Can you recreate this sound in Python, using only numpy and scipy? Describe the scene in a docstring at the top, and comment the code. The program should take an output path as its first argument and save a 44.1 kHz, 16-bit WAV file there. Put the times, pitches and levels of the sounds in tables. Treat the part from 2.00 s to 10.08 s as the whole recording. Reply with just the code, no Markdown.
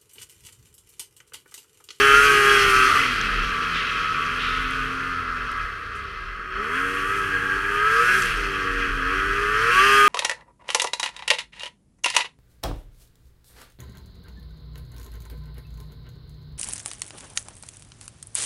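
"""A three-cylinder snowmobile engine heard through a closed camera case on the rider's helmet.
Sines on crank orders and noise puffed at each firing make its notes and exhaust roar, led by speed and load.
The track adds a hum and a fuzzy chain whine; the skis scrape the snow in a narrow band of noise.
A low wavering note and filtered noise make the mount's thrum and the wind and chassis rumble,
and short noise bursts are ice grains and spray striking the case."""
import sys
import numpy as np
from scipy import signal
from scipy.fft import rfft, irfft
from scipy.io import wavfile
from scipy.ndimage import map_coordinates

SR = 44100
rng = np.random.default_rng(int(sys.argv[2]) if len(sys.argv) > 2 else 0)


def waveform_to_disk(signal):
    """Save audio, clipped to [-1, 1], as 16-bit WAV at the path in sys.argv[1]."""
    frames = np.transpose(np.atleast_2d(signal))
    scaled = np.clip(frames, -1, 1) * 32767
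    samples = np.round(scaled).astype(np.int16)
    wavfile.write(sys.argv[1], SR, samples)


N = 356328

# What the case lets through: (frequency [Hz], gain [dB])
CASE_RESPONSE = [(330, -17.5), (470, -19), (520, -19), (700, -22), (940, -27), (1040, -16.5), (1130, -4),
                 (1300, 2), (1500, 0), (1640, -10.5), (1790, -2), (2160, -10), (2600, -4.5), (2850, -12),
                 (3260, -10), (3520, -28.5), (4000, -29)]

BOOM_ORDERS = (3, 4, 5, 6, 9)  # multiples of the crank speed
UPPER_ORDERS = (7, 8, *range(10, 21))
MID_CRANK_HZ, MID_LUG_HZ, MID_LOUD_DB = 102.9, 140.4, -24  # reference points for the level slopes
GRIP_LUG_HZ = 217  # the track slips above this


def amp(db):
    """Decibels to gain."""
    return 10 ** (np.asarray(db) / 20)


def evened(x):
    """Scales to rms 1."""
    return x / np.sqrt(np.mean(x ** 2) + 1e-20)


def curves(rows):
    """Every column after the time, drawn as straight lines with one value a sample."""
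    s, *columns = np.transpose(rows)
    return [np.interp(np.arange(N) / SR, s, c) for c in columns]


def read(points, hz):
    """Value of a spectrum at hz, interpolated along log frequency."""
    f, value = np.transpose(points)
    return np.interp(np.log(hz + 1), np.log(f + 1), value)


def bumps(x, rows):
    """Sum of bell shapes (centre, width, height) along x."""
    return sum(height * np.exp(-((x - at) / width) ** 2) for at, width, height in rows)


def wander(top_hz):
    """Slow random curve of rms 1, with 2 * top_hz random points a second joined by straight lines."""
    knots = rng.standard_normal(1000)
    return evened(map_coordinates(knots, [np.arange(N) / SR * 2 * top_hz], order=1))


def coloured(db_of, lo_hz, hi_hz):
    """Noise of rms 1 shaped by db_of(hz), with steep skirts outside the edges."""
    hz = np.fft.rfftfreq(N, 1 / SR) + 1e-3
    skirts = 1 / np.sqrt((1 + (lo_hz / hz) ** 16) * (1 + (hz / hi_hz) ** 16))
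    spectrum = rfft(rng.standard_normal(N)) * amp(db_of(hz)) * skirts
    return evened(irfft(spectrum, N))


def resonate(x, hz, width):
    """A resonance that can glide: shifts hz down to zero, smooths twice and shifts back."""
    turn = np.exp(2j * np.pi * np.cumsum(hz * np.ones(N)) / SR)
    r = np.exp(-np.pi * width / SR)
    smooth = signal.lfilter([(1 - r) ** 2], [1, -2 * r, r * r], x / turn)
    return 2 * (turn * smooth).real


def ground_doublings(lug_hz):
    """Ground speed in doublings from the reference; it stops rising once the track slips."""
    return np.log2(np.minimum(lug_hz, GRIP_LUG_HZ) / MID_LUG_HZ)


def mount(loud_db):
    """The helmet mount shakes at its own low note over wind and chassis rumble."""
    # Slow swells and dips of the thrum: (time [s], bell width [s], level change [dB])
    thrum_swells = [(.18, 0.1, 10), (.6, 0.27, 7.5), (1.15, 0.089, 2.5), (1.4, 0.13, 14.5), (2.2, 0.32, -1),
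                    (2.62, 0.24, 7.5), (3.25, 0.17, 1.5), (4.268, .12, 7), (4.7, .25, 0), (5.5, 0.32, 3.5),
                    (6.35, .12, 10), (6.9, 0.18, 11), (7.3, .25, 8)]
    # Wind and chassis rumble: (time [s], level [dB])
    rumble_level = [(0, -38.5), (1, -36.5), (1.7, -42.5), (2.9, -43.5), (3.4, -47), (3.75, -48), (4.3, -51),
                    (4.7, -46), (5.2, -39.5), (5.8, -43.5), (7, -40.5), (8.08, -45.5)]
    # Colour of the rumble: (frequency [Hz], relative density [dB per Hz])
    rumble_colour = [(32, -30), (55, -19), (81, -2), (119, -2), (232, -8.5), (337, -9), (456, -0.5),
                     (482, 1), (520, -43), (680, -38), (1140, -120)]
    base_db, calm_below_db, calm_share = -43.5, -26.5, 0.83

    # The thrum sinks when the engine is quieter than calm_below_db
    calm_db = calm_share * np.minimum(loud_db - calm_below_db, 0)
    thrum_db = base_db + calm_db + bumps(np.arange(N) / SR, thrum_swells)
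    note_hz = 40.5 + 2.5 * wander(top_hz=6.)
    note = np.sqrt(2) * np.sin(2 * np.pi * np.cumsum(note_hz) / SR)
    shake = 0.86 * note * amp(2.9 * wander(top_hz=7.))
    shake += 0.52 * coloured(lambda hz: 0 * hz, lo_hz=16, hi_hz=56)
    rumble = coloured(lambda hz: read(rumble_colour, hz), lo_hz=58, hi_hz=484)
    return amp(thrum_db) * shake + amp(curves(rumble_level)[0]) * rumble


def ticks():
    """Ice grains and sprays of snow strike the case: bright noise bursts that rise fast and die away."""
    # (time [s], peak level [dB], band centre [Hz], decay time constant [s])
    strikes = [(1.2126, -18, 5350, 0.0019), (1.736, -18.5, 3070, 0.13), (2.385, -18.5, 3000, 0.21),
               (2.7093, -31, 8930, 0.00057), (3.517, -31, 10000, .0005), (3.619, -54, 10500, 0.0041),
               (3.951, -46, 9000, 0.028), (6.221, -21, 7100, 0.0042), (6.257, -25, 9530, 0.0028),
               (6.373, -30, 8400, .002)]
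    out, t = np.zeros(N), np.arange(SR // 2) / SR
    for s, db, hz, decay in strikes:
        edges_hz = [0.5 * hz, min(1.2 * hz, .45 * SR)]
        band = signal.butter(3, edges_hz, "band", fs=SR, output="sos")
        envelope = np.exp(-t / decay) * (1 - np.exp(-10 * t / decay))
        burst = signal.sosfilt(band, rng.standard_normal(len(t))) * envelope
        out[round(s * SR):][:len(t)] += amp(db) * burst / abs(burst).max()
    return out


def skis(lug_hz, throttle):
    """The skis scrape the crust in a narrow, flickering hiss that follows ground speed."""
    base_db, open_db, db_per_doubling = -47.5, -12.5, 11.  # fainter while power lifts the skis
    db = base_db + open_db * throttle + db_per_doubling * ground_doublings(lug_hz)
    scrape = coloured(lambda hz: 0 * hz, lo_hz=3450, hi_hz=4630)
    return amp(db + 1.0 * wander(top_hz=13.0)) * scrape


def track(lug_hz, throttle):
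    """Lugs slap the drivers in a soft hum; the chain sings a fuzzy line above while the track spins free."""
    base_db, open_db, db_per_doubling = -48, -5.5, 6.5  # softer while the engine pulls
    spin_start_s, spin_end_s, spin_edge_s, whine_db = .1, 0.99, .06, -23
    chain_ratio = 4.35  # chain teeth for each track lug

    hum_db = base_db + open_db * throttle + db_per_doubling * np.log2(lug_hz / MID_LUG_HZ)
    phase = 2 * np.pi * np.cumsum(lug_hz) / SR + 0.45 * wander(top_hz=11.0)
    hum = np.sqrt(2) * np.sin(phase) * amp(hum_db + 2.9 * wander(top_hz=8.7))

    t = np.arange(N) / SR
    spin = np.clip(np.minimum(t - spin_start_s, spin_end_s - t) / spin_edge_s + .5, 0, 1)
    whine = evened(resonate(rng.standard_normal(N), chain_ratio * lug_hz, width=40.0))
    return hum + amp(whine_db) * spin * whine


def brightness(loud_db, crank_hz, lug_hz, base_db, per_db, per_hz, per_doubling, sway_share):
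    """Level in dB of a treble layer from engine loudness, crank speed, ground speed and a slow sway."""
    # The treble swells and sinks on its own besides: (time [s], level change [dB])
    treble_sway = [(0, 1.5), (1.2, 2.8), (1.9, 2.5), (2.8, 1), (3.2, -3.5), (3.9, -2), (4.4, -3), (4.75, 4),
                   (5.6, -0.1), (6.2, 2.5), (6.5, -0.5), (7, 0.7), (7.5, 0.7), (8.08, 2.5)]
    engine_db = per_db * (loud_db - MID_LOUD_DB) + per_hz * (crank_hz - MID_CRANK_HZ)
    ground_db = per_doubling * ground_doublings(lug_hz)
    return base_db + engine_db + ground_db + sway_share * curves(treble_sway)[0]


def buzz(crank_hz, turns, multiples, colour):
    """A close stack of high crank orders, each coming and going by chance; rms 1."""
    shape_db = [read(colour, k * crank_hz) for k in multiples]
    lines = sum(amp(db + 4.2 * wander(top_hz=4.)) * np.sin(2 * np.pi * (k * turns + rng.random()))
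                for k, db in zip(multiples, shape_db))
    total = np.sqrt(np.sum(amp(shape_db) ** 2, axis=0))
    return evened(lines / total)


def roar(crank_hz, turns, clear_db, loud_db, can_db, lug_hz):
    """Exhaust turbulence puffed at each firing, one cylinder stronger, with snow hiss and intake fizz above."""
    # Colour of the hiss and fizz: (frequency [Hz], relative density [dB per Hz])
    treble = [(1940, -26), (3300, -3.5), (3610, -11), (4360, -6.5), (5020, -8.5), (5480, -8.5), (6420, -13),
              (6980, -21.5), (7530, -17.5), (8120, -22), (9160, -17), (11100, -23), (12700, -25),
              (14300, -35), (15000, -34)]
    # Panels that ring in the roar: (frequency [Hz], width [Hz], level against the body noise [dB])
    panels = [(1142, 35, -14.5), (1290, 46, -8.5), (2052, 67, -11), (4330, 200, -27), (5360, 52.9, -32)]
    can_hz, can_width_hz = 1630.6, 101
    speeds = loud_db, crank_hz, lug_hz
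    rasp_db = brightness(*speeds, base_db=-35.5, per_db=0.55, per_hz=0.01, per_doubling=6., sway_share=0.87)
    hiss_db = brightness(*speeds, base_db=-46.5, per_db=0.74, per_hz=0.07, per_doubling=7, sway_share=0.3)
    fizz_db = brightness(*speeds, base_db=-50, per_db=0, per_hz=0.3551, per_doubling=0, sway_share=1.3)
    drive = rng.standard_normal(N)  # one turbulence excites the panels and the exhaust can

    body = coloured(lambda hz: read(CASE_RESPONSE, hz), lo_hz=273, hi_hz=2010)
    body += sum(amp(db) * evened(resonate(drive, hz, width)) for hz, width, db in panels)
    # What the order lines lose turns to roar
    body_db = loud_db - 7.5 - 0.48 * np.maximum(clear_db, -9.)
    body *= amp(body_db + 0.21 * wander(top_hz=24.54))
    can = evened(resonate(drive, can_hz, can_width_hz)) * amp(can_db)

    # The highest orders show mostly near full speed
    near_full_db = clear_db - 0.34 * np.maximum(125. 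- crank_hz, 0)
    rasp = coloured(lambda hz: read(CASE_RESPONSE, hz), lo_hz=2195, hi_hz=4000)
    rasp += buzz(crank_hz, turns, range(21, 27), CASE_RESPONSE) * amp(near_full_db - 2.4)
    rasp *= amp(rasp_db + 1.34 * wander(top_hz=20.))
    hiss = coloured(lambda hz: read(treble, hz), lo_hz=3000, hi_hz=7500)
    hiss += buzz(crank_hz, turns, range(27, 50), treble) * amp(near_full_db)
    hiss *= amp(hiss_db + 1.3 * wander(top_hz=15.))
    fizz = coloured(lambda hz: read(treble, hz), lo_hz=6570, hi_hz=16000)
    fizz *= amp(fizz_db + 0.71 * wander(top_hz=20.0))

    # Three firings a turn, plus one stronger cylinder once a turn
    puff = evened(1 + 0.13 * np.cos(2 * np.pi * 3 * turns) + 0.11 * np.cos(2 * np.pi * turns))
    return puff * (body + can + rasp + hiss + fizz)


def clarity():
    """Level changes in dB of the upper orders and the boom: each change ramps in and recovers."""
    # The upper orders and the boom dip or swell for a moment:
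    # (time [s], ramp in [s], recovery [s], upper orders change [dB], boom change [dB])
    level_dips = [(.96, 0.1, 0.26, -16, -23), (1.32, 0.44, 0.13, -22, -7), (1.7, 0.28, 0.61, -2.5, -2.5),
                  (3.7, 0.14, 0.37, -5, -16), (5.25, .3, 0.49, -2, -0.5), (6.26, 0.1, 0.19, -15, 5),
                  (6.42, 0.17, 0.15, -14, 0.5), (6.92, .2, 0.19, -5, 1.5)]
    t = np.arange(N) / SR
    return sum(np.outer(change_db, np.interp(t, [s - ramp, s, s + back], [0, 1, 0]))
               for s, ramp, back, *change_db in level_dips)


def boom_levels(crank_hz, loud_db, boom_change_db, throttle):
    """Orders 3 to 6 follow the pipe's gain at their pitch and the throttle; the ninth goes its own way."""
    # One row for each of orders 3 to 6:
    # (strength [dB], change with throttle shut [dB], slope with crank speed [dB per Hz])
    boom_strength = [(0.5, -1.5, 0.02), (0.5, -21.5, 0.2035), (-3.5, -20.5, 0.09), (-9.5, -10, -0.1846)]
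    # What the exhaust pipe favours: (frequency [Hz], gain [dB])
    pipe = [(180, -39), (205, -20), (240, -24.5), (265, -14), (290, -18), (335, -32), (360, -27),
            (385, -14), (410, -6), (440, -12.5), (474, -9), (497, -37), (700, -33.5), (820, -6), (900, -25)]
    # The ninth order is loud at the start and end, near full speed, and faint between:
    # (time [s], level [dB])
    ninth = [(0, -29), (.1, -19.5), (.3, -21), (.42, -22), (.9, -28.5), (1.0, -45), (1.3, -64.5),
             (4.8, -65.5), (5.2, -54), (5.7, -47), (6.17, -42), (6.28, -55), (6.6, -54.5), (7.0, -67),
             (7.5, -52.5), (7.7, -35), (7.79, -14), (7.87, -21), (8.08, -13.5)]
    levels = []
    for k, (strength_db, shut_db, per_hz) in zip(BOOM_ORDERS, boom_strength):
        speed_db = per_hz * (crank_hz - MID_CRANK_HZ)
        own_db = strength_db + (1 - throttle) * shut_db + read(pipe, k * crank_hz)
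        levels.append(loud_db + boom_change_db + speed_db + own_db)
    return levels + curves(ninth)


def boom(turns, levels_db):
    """The strongest exhaust notes as wavering sines, with a faint first and second order under them."""
    notes = np.zeros(N)
    for k, db in zip(BOOM_ORDERS, levels_db):
        phase = 2 * np.pi * k * turns + 0.16 * wander(top_hz=12.0)
        notes += amp(db + 0.43 * wander(top_hz=12.)) * np.sin(phase)
    under = amp(-49.0) * np.sin(2 * np.pi * turns)
    under += amp(0.6 * levels_db[0] - 30) * np.sin(2 * 2 * np.pi * turns)
    return np.sqrt(2) * (notes + under * amp(2.5 * wander(top_hz=3.6)))


def orders(crank_hz, turns, loud_db, clear_db, throttle):
    """Sines on multiples of the crank; uneven burning makes each one waver in level and phase."""
    # One row for each upper order: (level with throttle open [dB], level with it shut [dB])
    order_levels = [(-15.5, -11.5), (-10.5, -11), (-14, -10.5), (-13, -4), (-8.5, -6), (-15, -10),
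                    (-13, -10), (-12.5, -10.5), (-14.5, -7), (-11.5, -9.5), (-16, -17), (-14, -19),
                    (-12, -13.5)]
    # Orders swell or sink as they cross these: (frequency [Hz], bell width [Hz], level change [dB])
    swells = [(740.2, 92, -12), (990, 56, 5.5), (1157, 21, 5.5), (1234, 18, 3.5), (1286, 21, 6),
              (1432, 36, -3.5), (1450, 31, 3.5), (1648, 28, 7)]
    db_per_hz = 0.154  # rise with crank speed
    out = np.zeros(N)
    drive_db = loud_db + clear_db + db_per_hz * (crank_hz - MID_CRANK_HZ)
    for k, (open_db, shut_db) in zip(UPPER_ORDERS, order_levels):
        hz = k * crank_hz
        throttle_db = throttle * open_db + (1 - throttle) * shut_db
        db = drive_db + throttle_db + bumps(hz, swells) + read(CASE_RESPONSE, hz)
        phase = 2 * np.pi * (k * turns + rng.random()) + .018 * k * wander(top_hz=14.)
        out += np.sqrt(2) * amp(db + 2.4 * wander(top_hz=5.)) * np.sin(phase)
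    return out


def scene():
    """Engine, track, skis, mount and ticks at one microphone."""
    # Engine speed: (time [s], crank turns [Hz])
    crank_speed = [(0.0, 137.5), (0.1, 138.2), (0.25, 141.5), (0.4, 137.2), (0.54, 136.5), (0.76, 130.2),
                   (0.9, 129.5), (0.96, 126.4), (1.08, 102.6), (1.3, 86.6), (1.44, 83.87), (2.05, 80.03),
                   (2.65, 86.9), (2.9, 87.5), (3.11, 87.96), (3.26, 83.76), (3.56, 82.7), (3.89, 69.7),
                   (4.21, 63.76), (4.5, 62.4), (4.57, 64.53), (4.79, 90.5), (4.86, 93.4), (5.02, 95.46),
                   (5.17, 100.8), (5.28, 96.65), (5.4, 93.4), (5.8, 103.5), (6.18, 129.2), (6.34, 106.4),
                   (6.43, 100.1), (6.57, 96.23), (6.84, 93.3), (6.93, 92.45), (7.02, 87.9), (7.16, 96.43),
                   (7.45, 102.9), (7.56, 107.3), (7.7, 118.5), (7.85, 133.7), (7.94, 136.1), (8.08, 136.8)]
    # Engine load: (time [s], engine loudness [dB], ring of the exhaust can [dB], throttle [0-1])
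    engine_load = [(0.0, -17.5, -25, 0.93), (0.42, -19, -31, 0.94), (0.68, -18.5, -36, 1),
                   (.86, -19.5, -32, 0.44), (0.98, -17, -36, .3), (1.12, -24, -35, 0.05),
                   (2.1, -23.5, -38, 0.16), (2.61, -24.5, -38, 0.52), (3.25, -27, -38.5, 0.31),
                   (3.58, -26, -36, .3), (3.77, -31, -41.5, 0.24), (4.2, -30, -41.5, 0.06),
                   (4.48, -30, -43, 0.64), (4.57, -23, -39, 0.7), (4.84, -22.5, -30, 0.84),
                   (5.08, -25, -32.5, 0.84), (5.44, -26, -25, 0.96), (5.68, -26, -27.5, 0.85),
                   (6.1, -20.5, -22.5, 1), (6.2, -22.5, -25, 0.52), (6.34, -25, -34, .25),
                   (6.5, -25, -35, 1), (6.85, -23.5, -29.5, 0.93), (6.95, -27, -32.5, .3),
                   (7.06, -22.5, -28, 0.93), (7.48, -23, -32.5, 0.88), (7.82, -19, -23, 0.92),
                   (8.08, -23, -21.5, 0.83)]
    # Track speed: (time [s], lugs passing [Hz])
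    track_speed = [(0, 270), (.3, 360), (.45, 376), (.6, 350), (.75, 300), (1.08, 257), (1.2, 215),
                   (1.42, 181), (2.32, 149), (3.17, 128), (4.59, 77), (5.31, 132), (5.67, 120), (6.25, 190),
                   (6.45, 174.6), (6.75, 136), (7.1, 132), (7.54, 140), (7.76, 176), (7.95, 228),
                   (8.08, 240)]
    crank_hz, lug_hz = curves(crank_speed)[0], curves(track_speed)[0]
    loud_db, can_db, throttle = curves(engine_load)
    clear_db, boom_change_db = clarity()
    turns = np.cumsum(crank_hz) / SR

    background = mount(loud_db) + ticks() + skis(lug_hz, throttle) + track(lug_hz, throttle)
    engine = roar(crank_hz, turns, clear_db, loud_db, can_db, lug_hz)
    engine += boom(turns, boom_levels(crank_hz, loud_db, boom_change_db, throttle))
    engine += orders(crank_hz, turns, loud_db, clear_db, throttle)
    return (background + engine)[None]


def record(dry):
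    """A slightly lopsided membrane adds a squared term, then the lows and highs are cut."""
    bent = dry + 0.064 * dry ** 2
    bent = signal.sosfilt(signal.butter(3, 18., "high", fs=SR, output="sos"), bent)
    edge_hz = 15150
    lowpass = signal.firwin(511, edge_hz, window=("kaiser", 9), fs=SR)
    return signal.oaconvolve(bent, lowpass[None], "same")


dry = scene()
out = record(dry)
waveform_to_disk(out)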